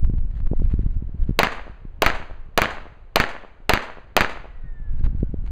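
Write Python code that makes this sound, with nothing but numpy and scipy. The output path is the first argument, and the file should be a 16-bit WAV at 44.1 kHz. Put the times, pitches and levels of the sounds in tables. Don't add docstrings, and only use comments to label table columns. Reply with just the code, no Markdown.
import sys
import numpy as np
from scipy.fft import rfft, irfft, next_fast_len
from scipy.io import wavfile
from scipy.ndimage import map_coordinates

SR = 44100
rng = np.random.default_rng(int(sys.argv[2]) if len(sys.argv) > 2 else 0)


def dump(signal):
    limited = np.clip(np.atleast_2d(signal).T, -1, 1)
    pcm = np.round(limited * 32767).astype(np.int16)
    wavfile.write(sys.argv[1], SR, pcm)


N = 242991
TIME = np.arange(N) / SR
AGE = np.arange(SR * 3 // 2) / SR

# (time [s], signed strength [gain], width [s])
BIG_SWIRLS = [(.046, 0.58, .006), (.099, .4, .0013), (.138, .35, .0015), (.185, -.3, .0028),
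              (.405, .32, .004), (.467, 0.4, 0.0086), (.5157, 0.48, .0011), (0.5345, .53, .00027),
              (.598, -.5, .0022), (.62, .27, .00063), (0.7405, -.55, .0013), (0.7934, .3, 0.00097),
              (.864, .52, .0018), (1.294, -0.65, .0012), (1.309, -0.39, 0.0013), (1.853, .09, .0011),
              (5.042, -.6, .0035), (5.065, .55, .006), (5.231, 0.69, .0008), (5.3425, .3, .0007)]
# (frequency [Hz], relative level [dB])
ECHO_TONE = [(60, -14.5), (200, -2.5), (320, -3), (600, 1.5), (1000, 1), (1700, 0.5), (2700, -5),
             (4200, -10.5), (6500, -17.5), (9000, -28), (12000, -31), (15000, -37)]


def amp(db):
    return 10 ** (np.asarray(db) / 20)


def unit(x):
    return x / np.sqrt(np.mean(x ** 2) + 1e-20)


def gains(tone, hz):
    table_hz, db = np.transpose(tone)
    return amp(np.interp(np.log(hz + 1), np.log(table_hz + 1), db))


def wobble(per_s):
    return map_coordinates(rng.standard_normal(int(N * per_s / SR) + 4), [TIME * per_s])


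def colour(x, gain):
    size = 2 * next_fast_len(len(x) // 2 + 4096)
    hz = np.fft.rfftfreq(size, 1 / SR)
    cepstrum = irfft(np.log(np.maximum(gain(hz), 1e-6)))
    cepstrum[1:size // 2] *= 2
    cepstrum[size // 2 + 1:] = 0
    return irfft(rfft(x, size) * np.exp(rfft(cepstrum)))[:len(x)]


def dull(x, top_hz, order):
    size = next_fast_len(len(x) + 1024)
    hz = np.fft.rfftfreq(size, 1 / SR)
    return irfft(rfft(x, size) / np.sqrt(1 + (hz / top_hz) ** order), size)[:len(x)]


def noise(tone, size):
    return unit(colour(rng.standard_normal(size), lambda hz: gains(tone, hz)))


def add(track, start_s, x):
    start = round(start_s * SR)
    x = x[max(-start, 0):]
    part = track[max(start, 0):][:len(x)]
    part += x[:len(part)]


def crack(tone, length_s):
    arch = np.sqrt(np.abs(np.sin(np.pi * np.minimum(AGE[:2048] / length_s, 1))))
    burst = rng.standard_normal(len(arch)) * arch
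    for _ in range(4):
        burst = arch * irfft(np.exp(1j * np.angle(rfft(burst))))
    burst = colour(burst, lambda hz: gains(tone, hz))
    return burst * np.sqrt(length_s * SR / np.sum(burst ** 2))


def night_air():
    # (frequency [Hz], relative level [dB])
    air_tone = [(150, -11), (400, 4), (800, -2), (1600, -9.5), (3000, -16.5), (5000, -27.5), (8000, -39.5),
                (14000, -49)]
    return amp(-60.5) * noise(air_tone, N)


def shoe_scuffs():
    # (start [s], length [s], level [dB])
    scuffs = [(.295, 0.11, -52.5), (0.51, 0.49, -57.5), (1.172, 0.18, -60), (4.85, .4, -60),
              (5.027, 0.093, -55.5), (5.422, 0.21, -54.5)]
    # (frequency [Hz], relative level [dB])
    grit_tone = [(300, 2), (1700, -1), (4500, -12), (8000, -28), (14000, -43.5)]
    hiss = noise(grit_tone, N)
    grains_db, clumps_db = 5 * wobble(per_s=260), 5 * wobble(per_s=45)
    grit = unit(hiss * amp(grains_db + clumps_db))
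    out = np.zeros(N)
    for start, length, db in scuffs:
        out += amp(db) * grit * np.sin(np.pi * np.clip((TIME - start) / length, 0, 1))
    return out


def swirl(t, width_s):
    u = t / width_s
    return 1 / (1 + u * u) - 4 / (16 + u * u)


def wind():
    # (time [s], relative level [dB])
    strength = [(0.0, -20.5), (0.14, -28), (0.67, -24), (1.3, -32), (1.59, -43.5), (2.1, -38), (3.51, -52),
                (4.57, -41.5), (5.13, -25.5), (5.5, -28.5)]
    # (frequency [Hz], relative level [dB])
    rumble_tone = [(8, -6.5), (20, 10), (45, -2.5), (75, -8), (130, -25.5), (220, -29.5), (400, -47),
                   (800, -70.5), (1600, -100)]
    swirls_per_s, typical_width_s = 60, .0024
    times, db = np.transpose(strength)
    level = amp(np.interp(TIME, times, db))
    rumble = unit(noise(rumble_tone, N) * amp(2.5 * wobble(per_s=12)))
    flutter, t = np.zeros(N), AGE[:SR // 4] - 1 / 8
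    small_swirls = rng.standard_normal((int(swirls_per_s * N / SR), 3))
    for slot, (shift, size, spread) in enumerate(small_swirls):
        puff = size * swirl(t, typical_width_s * np.exp(.43 * spread)) * np.hanning(len(t))
        add(flutter, (slot + shift) / swirls_per_s + t[0], puff)
    buffeting = level * (amp(6) * rumble + amp(-1.5) * unit(flutter))
    thumps = sum(pressure * swirl(TIME - when, width) for when, pressure, width in BIG_SWIRLS)
    return dull(buffeting + thumps, top_hz=560, order=6)


def wind_crackle():
    # (frequency [Hz], relative level [dB])
    tick_tone = [(300, 1.5), (1200, -3), (4000, -19.5), (9000, -37.5)]
    gap_s, width_per_tick_s = .0056, .0027
    out = np.zeros(N)
    for when, pressure, width in BIG_SWIRLS:
        for k in range(3):
            strength = pressure * np.clip(width / width_per_tick_s - k, 0, 1)
            add(out, when - width / 2 + k * gap_s, strength * crack(tick_tone, length_s=.0007))
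    return amp(-29.5) * out


def ricochet():
    # (multiple of the pitch [ratio], relative level [dB])
    whine_parts = [(.8, -10), (1, 0), (1.2, -18), (2, -23)]
    start_s, rise_s, flutter_db = 4.5, .08, 3
    start_hz, end_hz, slowing_s = 2015, 1140, .84
    nearest_s, passing_s = 4.71, .1
    flight = np.maximum(TIME - start_s, 0)
    hz = end_hz + (start_hz - end_hz) * np.exp(-flight / slowing_s)
    phase = 2 * np.pi * np.cumsum(hz * (1 + .00523 * wobble(per_s=49))) / SR
    whine = sum(amp(db + flutter_db * wobble(per_s=22)) * np.sin(k * phase) for k, db in whine_parts)
    distance = np.hypot(1, (TIME - nearest_s) / passing_s)
    fade_in = 1 - np.exp(-flight / rise_s)
    return amp(-58.5) * unit(whine) / distance * fade_in


def bank_echoes(terrain):
    # (delay [s], level [dB], rise [s], time to fade by 60 dB [s], dull above [Hz])
    clumps = [(.003, -16, 0.00033, .19, 6000), (.043, -16.5, 0.0018, 0.2, 5025),
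              (.08, -28, 0.013, 0.59, 3510), (.125, -33, 0.0025, 0.24, 8000),
              (.2, -46.5, 0.051, 0.88, 2504)]
    alike_s, rough_db = .09, 2.5
    shared = np.exp(-AGE / alike_s)
    scatter = np.sqrt(shared) * terrain + np.sqrt(1 - shared) * noise(ECHO_TONE, len(AGE))
    out = np.zeros(len(AGE))
    for delay, db, rise, fade, top_hz in clumps:
        t = np.maximum(AGE - delay, 0)
        echo = np.roll(dull(scatter, top_hz, order=4), -round(delay * SR))
        out += echo * amp(db - 60 * t / fade) * (1 - np.exp(-t / rise))
    return out * amp(rough_db * np.sqrt(shared) * wobble(per_s=280)[:len(AGE)])


def far_echoes():
    # (delay [s], level before dulling [dB], length [s], dull above [Hz])
    echoes = [(0.13, -35.5, .006, 9000), (.19, -35, 0.0083, 2200), (.203, -33.5, .007, 2600),
              (.276, -32, .005, 850), (0.287, -31.5, 0.0051, 860)]
    out = np.zeros(len(AGE))
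    for delay, db, length, top_hz in echoes:
        echo = colour(crack(ECHO_TONE, length), lambda hz: 1 / (1 + (hz / top_hz) ** 4))
        add(out, delay, amp(db) * echo)
    return out


def near_bounce(hz, cycles):
    arch = np.sin(np.pi * np.minimum(AGE * hz / cycles, 1))
    out = -amp(-7) * np.sin(2 * np.pi * hz * AGE) * arch
    add(out, 0, amp(-30) * crack(ECHO_TONE, length_s=.0025))
    return out


def overload_swing(rise_s, fall_s):
    return (1 - np.exp(-AGE / rise_s)) * (1 - AGE / fall_s) * np.exp(-AGE / fall_s)


def pistol():
    # (time [s], level [dB], extra bite near 4 kHz [dB], swing after the wall echo [gain])
    shots = [(1.3898, -4.5, 2.5, 0.049), (2.0206, -5, 0.5, .42), (2.5763, -5.5, 0.5, -0.077),
             (3.1585, -4.5, 6.5, .18), (3.6934, -5, 3, -0.29), (4.1656, -4.5, -1.5, 0.26)]
    # (frequency [Hz], relative level [dB])
    blast_tone = [(100, -8), (300, 7.5), (620, -3), (800, -3.5), (1100, -1.5), (1800, -5.5), (2600, -2),
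                  (4200, -8), (6300, -14), (8500, -27.5), (11000, -23), (15000, -20)]
    # (frequency [Hz], relative level [dB])
    wall_tone = [(100, -0.5), (400, -3), (800, -5.5), (1100, -9.5), (1700, 4.5), (2600, -8.5),
                 (4200, -14.5), (6300, -22.5), (8500, -35), (15000, -26)]
    ground_s, bounce_s, wall_s, far_wall_s = .0017, .0086, .0422, .0808
    out, terrain = np.zeros(N), noise(ECHO_TONE, len(AGE))
    for when, db, bite_db, wall_swing in shots:
        bite = lambda hz: amp(bite_db / (1 + ((hz - 4050) / 350) ** 2))
        blast = amp(db) * colour(crack(blast_tone, length_s=.0019), bite)
        add(out, when, blast)
        add(out, when + ground_s * (1 + .08 * rng.standard_normal()), amp(-4) * blast)
        add(out, when + bounce_s, near_bounce(hz=685, cycles=2.4))
        slap = amp(db + 3) * crack(wall_tone, length_s=.00072)
        add(out, when + wall_s, slap)
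        add(out, when + wall_s + ground_s / 2, amp(-5.5) * slap)
        add(out, when + far_wall_s, amp(-8) * dull(slap, top_hz=4000, order=4))
        add(out, when, far_echoes())
        add(out, when, bank_echoes(terrain))
        add(out, when + ground_s, .13 * overload_swing(rise_s=.0026, fall_s=.072))
        add(out, when + wall_s, wall_swing * overload_swing(rise_s=.00084, fall_s=.026))
    return out


def scene():
    mono = pistol() + ricochet() + night_air() + shoe_scuffs() + wind_crackle() + wind()
    return np.array([mono, mono])


def record(dry):
    # (frequency [Hz], half width [Hz], depth [0-1])
    dips = [(3480, 330, 0.37), (5420, 420, 0.9), (10000, 200, 0)]
    ceiling, top_hz = 1.02, 15500

    def opening(hz):
        each_dip = [1 - depth / (1 + ((hz - centre) / width) ** 2) for centre, width, depth in dips]
        return np.prod(each_dip, axis=0)

    filtered = np.array([colour(channel, opening) for channel in dry])
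    flattened = filtered / (1 + np.abs(filtered / ceiling) ** 8) ** (1 / 8)
    hz = np.fft.rfftfreq(N, 1 / SR)
    return irfft(rfft(flattened) / (1 + (hz / top_hz) ** 90), N)


dry = scene()
out = record(dry)
dump(out)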